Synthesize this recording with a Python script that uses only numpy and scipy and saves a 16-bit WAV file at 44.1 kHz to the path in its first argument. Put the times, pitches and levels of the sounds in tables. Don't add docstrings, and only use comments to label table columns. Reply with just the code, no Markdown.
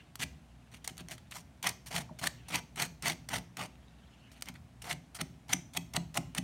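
import sys
import numpy as np
from scipy import signal
from scipy.fft import rfft, irfft, next_fast_len
from scipy.io import wavfile
from scipy.ndimage import uniform_filter1d

SR = 44100
rng = np.random.default_rng(int(sys.argv[2]) if len(sys.argv) > 2 else 0)


def master_out(mix):
    frames = np.transpose(np.atleast_2d(mix))
    ceiling = np.clip(frames, -1, 1)
    pcm = np.round(ceiling * 32767).astype(np.int16)
    wavfile.write(sys.argv[1], SR, pcm)


N = 283563
FFT_SIZE = 2 * next_fast_len(N // 2 + 1)
TIME, FREQ = np.arange(N) / SR, np.fft.rfftfreq(FFT_SIZE, 1 / SR)


def gain_of(db):
    return 10 ** (np.asarray(db) / 20)


def unit_rms(x):
    return x / np.sqrt(np.mean(x ** 2) + 1e-20)


def curve_at(points, hz):
    point_hz, value = np.transpose(points)
    return np.interp(np.log(hz + 1), np.log(point_hz + 1), value)


def coloured(x, gain):
    return unit_rms(irfft(rfft(x, FFT_SIZE) * gain, FFT_SIZE)[:N])


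def noise(spectrum):
    return coloured(rng.standard_normal(N), gain_of(curve_at(spectrum, FREQ)))


def wander(rate_hz):
    return coloured(rng.standard_normal(N), 1 / (1 + (FREQ / rate_hz) ** 4))


# frequency in Hz, relative spectral density in dB.
AIR_SPECTRUM = [(25, -47), (40, -32), (60, 4.5), (90, -9.5), (160, -2.5), (260, -4.5), (340, -14.5),
                (480, -19.5), (700, -14), (1100, -21), (2600, -26), (5000, -32.5), (9000, -34),
                (16000, -48)]
# frequency in Hz, level in dB.
HUM_PARTIALS = [(59.5, -68.5), (119, -66), (237, -74)]

def background(air_db=-60.5, waver_db=4.5):
    hum = sum(gain_of(db + waver_db * wander(3.4)) * np.sin(2 * np.pi * (hz * TIME + rng.random()))
              for hz, db in HUM_PARTIALS)
    return gain_of(air_db) * noise(AIR_SPECTRUM) + np.sqrt(2) * hum


# frequency in Hz, time to fall 60 dB in seconds.
ROOM_T60 = [(100, 0.67), (250, 0.48), (700, 0.25), (2500, 0.31), (6000, 0.38), (10000, 0.22), (16000, 0.45)]
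# frequency in Hz, relative level in dB.
REFLECTION_SPECTRUM = [(150, 9.5), (400, 11), (700, 11.5), (1500, 1), (2400, 3), (3600, -1), (6000, 3),
                       (16000, -4)]

def room(x, first_s=0.0021, reflections_per_s=5000):
    echoes = rng.choice([-1., 1.], SR) * (rng.random(SR) < reflections_per_s / SR)
    echoes *= np.arange(SR) > first_s * SR
    hz, t, spectra = signal.stft(echoes, SR, nperseg=256)
    fade_db = curve_at(REFLECTION_SPECTRUM, hz)[:, None] - 60 * t / curve_at(ROOM_T60, hz)[:, None]
    tail = signal.istft(spectra * gain_of(fade_db), SR, nperseg=256)[1]
    return signal.fftconvolve(x, tail / np.linalg.norm(tail))[:N]


# frequency in Hz, relative spectral density in dB.
RUMBLE_SPECTRUM = [(30, -33), (62, 0), (78, -1), (100, -10), (160, -4), (400, -52)]

def hand_rumble(rest_db=-66, swing_db=-59, swing_s=0.12, lag_s=0.12, waver_db=2):
    hardest_db = max(crest_db for _, _, _, _, _, crest_db, *_ in RUB_STROKES)
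    swings = sum(gain_of((crest_db - hardest_db) / 2) * np.exp(-((TIME - start - lag_s) / swing_s) ** 2)
                 for start, _, _, _, _, crest_db, *_ in RUB_STROKES)
    envelope = gain_of(rest_db) + gain_of(swing_db) * swings
    return envelope * gain_of(waver_db * wander(6.6)) * noise(RUMBLE_SPECTRUM)


def shifting_resonances(x, depth_db):
    spectra = signal.stft(x, SR, nperseg=256, noverlap=192)[2]
    patches = uniform_filter1d(rng.standard_normal(spectra.shape), size=2, axis=0)
    patches = uniform_filter1d(patches, size=22, axis=1)
    spectra *= gain_of(depth_db * np.clip(unit_rms(patches), -2, 2))
    return signal.istft(spectra, SR, nperseg=256, noverlap=192)[1][:N]


# time in seconds, relative level in dB.
FINGER_LEVELS = [(0.0, -57), (0.09, -74), (0.5, -73), (1.02, -67), (1.4, -75), (1.65, -74), (1.84, -74),
                 (2.0, -74), (2.45, -61.5), (2.6, -66), (2.88, -87), (2.96, -76), (4.33, -63.5),
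                 (4.58, -77), (4.99, -72), (5.51, -75.5), (5.66, -82), (6.43, -67)]
# frequency in Hz, relative spectral density in dB.
SKIN_SPECTRUM = [(400, 5), (900, -15), (1600, 3), (2900, 6.5), (3900, 1), (5000, -7.5), (7000, -9),
                 (10000, -47), (16000, -26)]

def finger_rub(level_db=-3, flicker_db=1, ticks_per_s=6, tick_db=27):
    ticks = (rng.random(N) < ticks_per_s / SR) * rng.standard_normal(N) * gain_of(tick_db)
    slide = rng.standard_normal(N) / gain_of(flicker_db * wander(31))
    rub = shifting_resonances(slide + ticks, depth_db=5)
    envelope = gain_of(level_db + np.interp(TIME, *np.transpose(FINGER_LEVELS)))
    return envelope * coloured(rub, gain_of(curve_at(SKIN_SPECTRUM, FREQ)))


# time in seconds, pitch in Hz, level in dB.
SQUEAK_GLIDE = [(2.09, 1155, -65.5), (2.097, 1000, -48), (2.105, 743, -62.5), (2.114, 610, -52),
                (2.134, 590, -70)]

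def finger_squeak(jitter=0.112):
    times, hz, db = np.transpose(SQUEAK_GLIDE)
    cycles = np.cumsum(np.interp(TIME, times, hz) * (1 + jitter * wander(405))) / SR
    envelope = gain_of(np.interp(TIME, times, db)) * (TIME > times[0]) * (TIME < times[-1])
    return envelope * np.sqrt(2) * np.sin(2 * np.pi * cycles)


def struck(blows, modes, rise_s, detune):
    t, out = np.arange(SR // 2) / SR, np.zeros(N + SR)
    for start, blow_db in blows:
        ring = np.zeros(len(t))
        for hz, db, t60 in modes:
            cycles = rng.normal(1, detune) * hz * t + rng.random()
            ring += gain_of(db - 60 * t / t60) * np.sin(2 * np.pi * cycles)
        out[round(start * SR):][:len(t)] += gain_of(blow_db) * (1 - np.exp(-t / rise_s)) * ring
    return out[:N]


# frequency in Hz, relative level in dB, T60 in seconds.
FLAP_MODES = [(130.3, -9.5, 0.31), (170.7, 0.5, 0.14), (205.5, -10.5, 0.12), (259.8, -4.5, 0.13),
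              (341, -7.5, 0.065), (403, -34.5, 0.19), (630.5, -14, 0.092), (796, -9.5, 0.055)]

def sheet_flaps(ease_share=0.5, slip_db=-43):
    releases = [(start + skid + press + ease_share * ease, flap_db)
                for start, skid, press, ease, *_, flap_db in RUB_STROKES]
    slip_s = np.mean(SQUEAK_GLIDE, axis=0)[0]
    return struck(releases + [(slip_s, slip_db)], FLAP_MODES, rise_s=0.0019, detune=0.031)


# start in seconds, relative level in dB.
CONTACT_FLICKS = [(5.5342, -10.5)]
# frequency in Hz, relative level in dB, T60 in seconds.
CONTACT_MODES = [(2320, -3.5, 0.0061), (5580, -1.5, 0.0045), (5950, -5, 0.016), (8630, -3.5, 0.0069),
                 (9800, -10, .006)]

def contact_ring():
    return struck(CONTACT_FLICKS, CONTACT_MODES, rise_s=0.0003, detune=0.003)


# frequency in Hz, relative spectral density in dB.
GRIT_SPECTRUM = [(250, -11.5), (490, -14), (700, 0.5), (1050, -3.5), (1400, -2.5), (2100, -2), (3300, 0),
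                 (3900, -5), (5000, -10), (6200, -5.5), (7800, -9), (9200, -5), (10400, -13.5),
                 (12500, -12), (15800, -21)]
# centre in Hz, bandwidth in Hz, lift in dB.
GRIT_RESONANCES = [(865, 240, -0.5), (1310, 35, 3.5), (2043, 760, 7), (2975, 110, 3), (4430, 770, 6),
                   (5610, 410, 4), (8730, 320, 2.5)]

def grit(per_s, spread_db, clump_db, clump_hz, body_top_hz=1300, fizz_foot_hz=4500):
    sizes = gain_of(spread_db * np.minimum(rng.exponential(1, N), 4))
    hits = rng.choice([-1, 1], N) * sizes * (rng.random(N) < per_s / SR)
    hits *= gain_of(clump_db * np.clip(wander(clump_hz), -2, 2))
    hits = shifting_resonances(hits, depth_db=3)
    lift_db = sum(db / (1 + (2 * (FREQ - hz) / width) ** 2) for hz, width, db in GRIT_RESONANCES)
    colour = gain_of(curve_at(GRIT_SPECTRUM, FREQ) + lift_db)
    body = 1 / (1 + (FREQ / body_top_hz) ** 8)
    below_fizz = 1 / (1 + (FREQ / fizz_foot_hz) ** 8)
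    return np.array([coloured(hits, colour * band) for band in (body, below_fizz - body, 1 - below_fizz)])


def band_gains(body_db, fizz_db):
    gains = gain_of([body_db, np.zeros_like(body_db), fizz_db])
    return gains / np.linalg.norm(gains, axis=0)


def burst(bands, peak_s, rise_s, fall_s, body_db, fizz_db):
    on, out = abs(TIME - peak_s) < 0.03, np.zeros(N)
    t = TIME[on] - peak_s
    envelope = np.exp(-np.where(t < 0, -t / rise_s, t / fall_s))
    grains = band_gains(body_db, fizz_db) @ bands[:, on]
    out[on] = np.sqrt(np.mean(envelope ** 2)) * unit_rms(envelope * grains)
    return out


# time in seconds, relative peak level in dB.
EDGE_TAPS = [(0.1555, -32.5), (0.8604, -53), (0.8767, -22.5), (0.97, -45), (1.0066, -44), (1.0854, -36),
             (1.111, -36), (4.41, -45), (4.4229, -26), (4.4865, -31)]

def edge_taps(bands, level_db=-3.5):
    return sum(gain_of(level_db + db)
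               * burst(bands, peak_s, rise_s=0.00013, fall_s=0.0022, body_db=-7.5, fizz_db=6.5)
               for peak_s, db in EDGE_TAPS)


# time in seconds, relative peak level in dB, share of the snag
# spent building up, fizz in dB relative to the rasp.
EDGE_SNAGS = [(0.233, -31.5, .65, -24), (0.24, -34, 0.85, -5), (1.18, -48.5, 0, -6),
              (1.321, -38, 0.15, -15), (1.663, -36, 0.2, -21), (1.672, -21.5, 0.56, 0.5),
              (1.694, -28, 0.76, 8), (1.964, -27.5, 0.4, -3), (1.98, -30.5, 0, -1),
              (2.241, -28.5, 0.23, -6), (2.274, -20.5, 0.71, -4), (2.557, -26.5, 0.2, 9),
              (2.822, -24, 0.3, 1.5), (3.084, -25.5, 0.9, 4), (3.099, -26.5, 0.2, -2),
              (3.122, -34.5, 0.8, 1), (4.9118, -27, 0.2, -15), (4.93, -33, .7, -3),
              (5.2156, -28.5, 0.66, 5), (5.534, -19.5, .65, -2), (5.7751, -23, 0.78, -0.5),
              (5.9665, -23, 0.9, 6.5), (6.1757, -23, 0.83, -1.5), (6.3827, -24.5, 0.46, -1)]

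def edge_snags(bands, level_db=-1, snag_s=0.0048, body_db=-23.5):
    out = np.zeros(N)
    for peak_s, db, build_share, fizz_db in EDGE_SNAGS:
        rise_s = np.clip(build_share, 0.05, 0.95) * snag_s
        out += gain_of(level_db + db) * burst(bands, peak_s, rise_s, snag_s - rise_s, body_db, fizz_db)
    return out


# frequency in Hz, relative spectral density in dB.
FLEX_SPECTRUM = [(50, -45), (110, -5), (165, -0.5), (215, -13.5), (260, -10), (340, -20.5), (480, -16),
                 (900, -71)]
# start in seconds; skidding, pressing and easing times in seconds;
# relative landing and crest levels in dB; body and fizz in dB relative to the rasp; relative flap in dB.
RUB_STROKES = [(0.19, 0.0039, 0.04, 0.0076, -46, -33.5, -11.5, -3, -41.5),
               (0.714, 0.0036, 0.028, 0.033, -54, -50, -12.5, -4, -63),
               (0.843, 0.02, .032, 0.021, -42.5, -50.5, -6, -3, -46.5),
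               (0.978, 0.0083, 0.0071, 0.0228, -41.5, -44.5, -9, -9, -42.5),
               (1.087, 0.0059, 0.025, 0.038, -48, -45, -5, -1, -49.5),
               (1.31, .027, 0.03, 0.044, -44.5, -44.5, -2.5, 3.5, -61),
               (1.627, 0.0078, 0.034, 0.047, -31.5, -33.5, -4, -6.5, -55),
               (1.859, 0.048, 0.06, 0.054, -45, -34, 0, -2.5, -41),
               (2.187, .026, 0.051, 0.0044, -44, -33.5, 2.5, -2, -51),
               (2.482, 0.02, 0.053, .04, -42.5, -33.5, -4, -7, -72),
               (2.758, 0.011, 0.051, .045, -43, -32, -1.5, -3, -46),
               (3.023, 0.0076, 0.045, 0.056, -36, -31, -2.5, -4.5, -38),
               (3.287, .014, .054, 0.033, -40.5, -33, -1.5, -4, -40),
               (3.569, 0.00716, .035, 0.053, -33, -35.5, 0.5, -5.5, -44),
               (4.315, .035, .025, 0.024, -59, -59, -9, -9, -56),
               (4.457, 0.0064, 0.02, 0.021, -44, -45.5, -2, -9, -45.5),
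               (4.54, .004, 0.015, .012, -49, -53, -6, -11.5, -75),
               (4.818, .022, .078, 0.0229, -43.5, -39.5, -0.5, -2, -40),
               (5.146, .042, 0.025, 0.0067, -45, -36.5, -2, -13, -36),
               (5.482, 0.0093, 0.048, 0.0053, -48, -36, -0.5, -3, -34.5),
               (5.734, 0.015, .026, 0.0036, -46.5, -37, 0.5, -5, -35),
               (5.935, 0.0096, 0.026, 0.0036, -39.5, -31, 3.5, -10, -31.5),
               (6.142, 0.011, 0.026, 0.0033, -40.5, -33, 7, 2, -31.5),
               (6.348, 0.0074, .026, 0.0057, -38.5, -36, -1, -4.5, -31.5)]

def sandpaper_strokes(level_db=-0.76, swell_db=11.5, fade_db=15, brighten_db=2.5, flex_db=-10.5,
                      judder_db=2, scuff_rise_s=0.0013, scuff_share=0.67,
                      attack_s=0.00027, release_s=0.0047):
    fine = grit(per_s=16000, spread_db=4, clump_db=1.5, clump_hz=300)
    coarse = grit(per_s=260, spread_db=2.5, clump_db=-1.5, clump_hz=60)
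    bands = fine + gain_of(-9) * coarse
    flex, judder = noise(FLEX_SPECTRUM), gain_of(judder_db * wander(52))
    out = np.zeros(N)
    for start, skid, press, ease, landing_db, crest_db, body_db, fizz_db, _ in RUB_STROKES:
        rub_s = press + ease
        on = (TIME >= start) & (TIME < start + skid + rub_s + 10 * release_s)
        age = TIME[on] - start
        grains = np.array([unit_rms(band[on]) for band in bands]) * judder[on]
        landing = (1 - np.exp(-age / scuff_rise_s)) * np.exp(-(age / (scuff_share * skid)) ** 2)
        out[on] += gain_of(landing_db) * landing * (band_gains(body_db=-6, fizz_db=4.5) @ grains)
        t = np.maximum(age - skid, 0)
        press_db = np.interp(t, [0, press, rub_s], [-swell_db, 0, -fade_db])
        bright_db = brighten_db * (np.minimum(t / rub_s, 1) - 0.5)
        touch = (1 - np.exp(-t / attack_s)) * np.exp(-np.maximum(t - rub_s, 0) / release_s)
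        mix = band_gains(body_db - bright_db + 0.087 * press_db, fizz_db + bright_db - 0.13 * press_db)
        scrape = gain_of(press_db) * (mix * grains).sum(axis=0)
        flexing = gain_of(flex_db + press_db / 2) * unit_rms(flex[on])
        out[on] += gain_of(crest_db) * touch * (scrape + flexing)
    return gain_of(level_db) * out


def scene(scrape_room_db=-15.5, flap_room_db=-14.5):
    scrape = sandpaper_strokes()
    edge_grit = grit(per_s=22000, spread_db=4, clump_db=2.5, clump_hz=700)
    scrape += edge_snags(edge_grit) + edge_taps(edge_grit) + finger_squeak() + contact_ring()
    flaps = sheet_flaps()
    to_room = gain_of(scrape_room_db) * scrape + gain_of(flap_room_db) * flaps
    angle = 2 * np.pi * TIME
    tail = room(to_room * np.cos(angle)) + room(to_room * np.sin(angle))
    return (scrape + flaps + tail + finger_rub() + hand_rumble() + background())[None]


def record(dry, bass_cut_hz=50, top_hz=15950):
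    highpass = signal.butter(4, bass_cut_hz, "highpass", fs=SR, output="sos")
    lowpass = signal.firwin(401, top_hz, window=("kaiser", 8), fs=SR)
    return signal.oaconvolve(signal.sosfilt(highpass, dry), lowpass[None], "same")


dry = scene()
out = record(dry)
master_out(out)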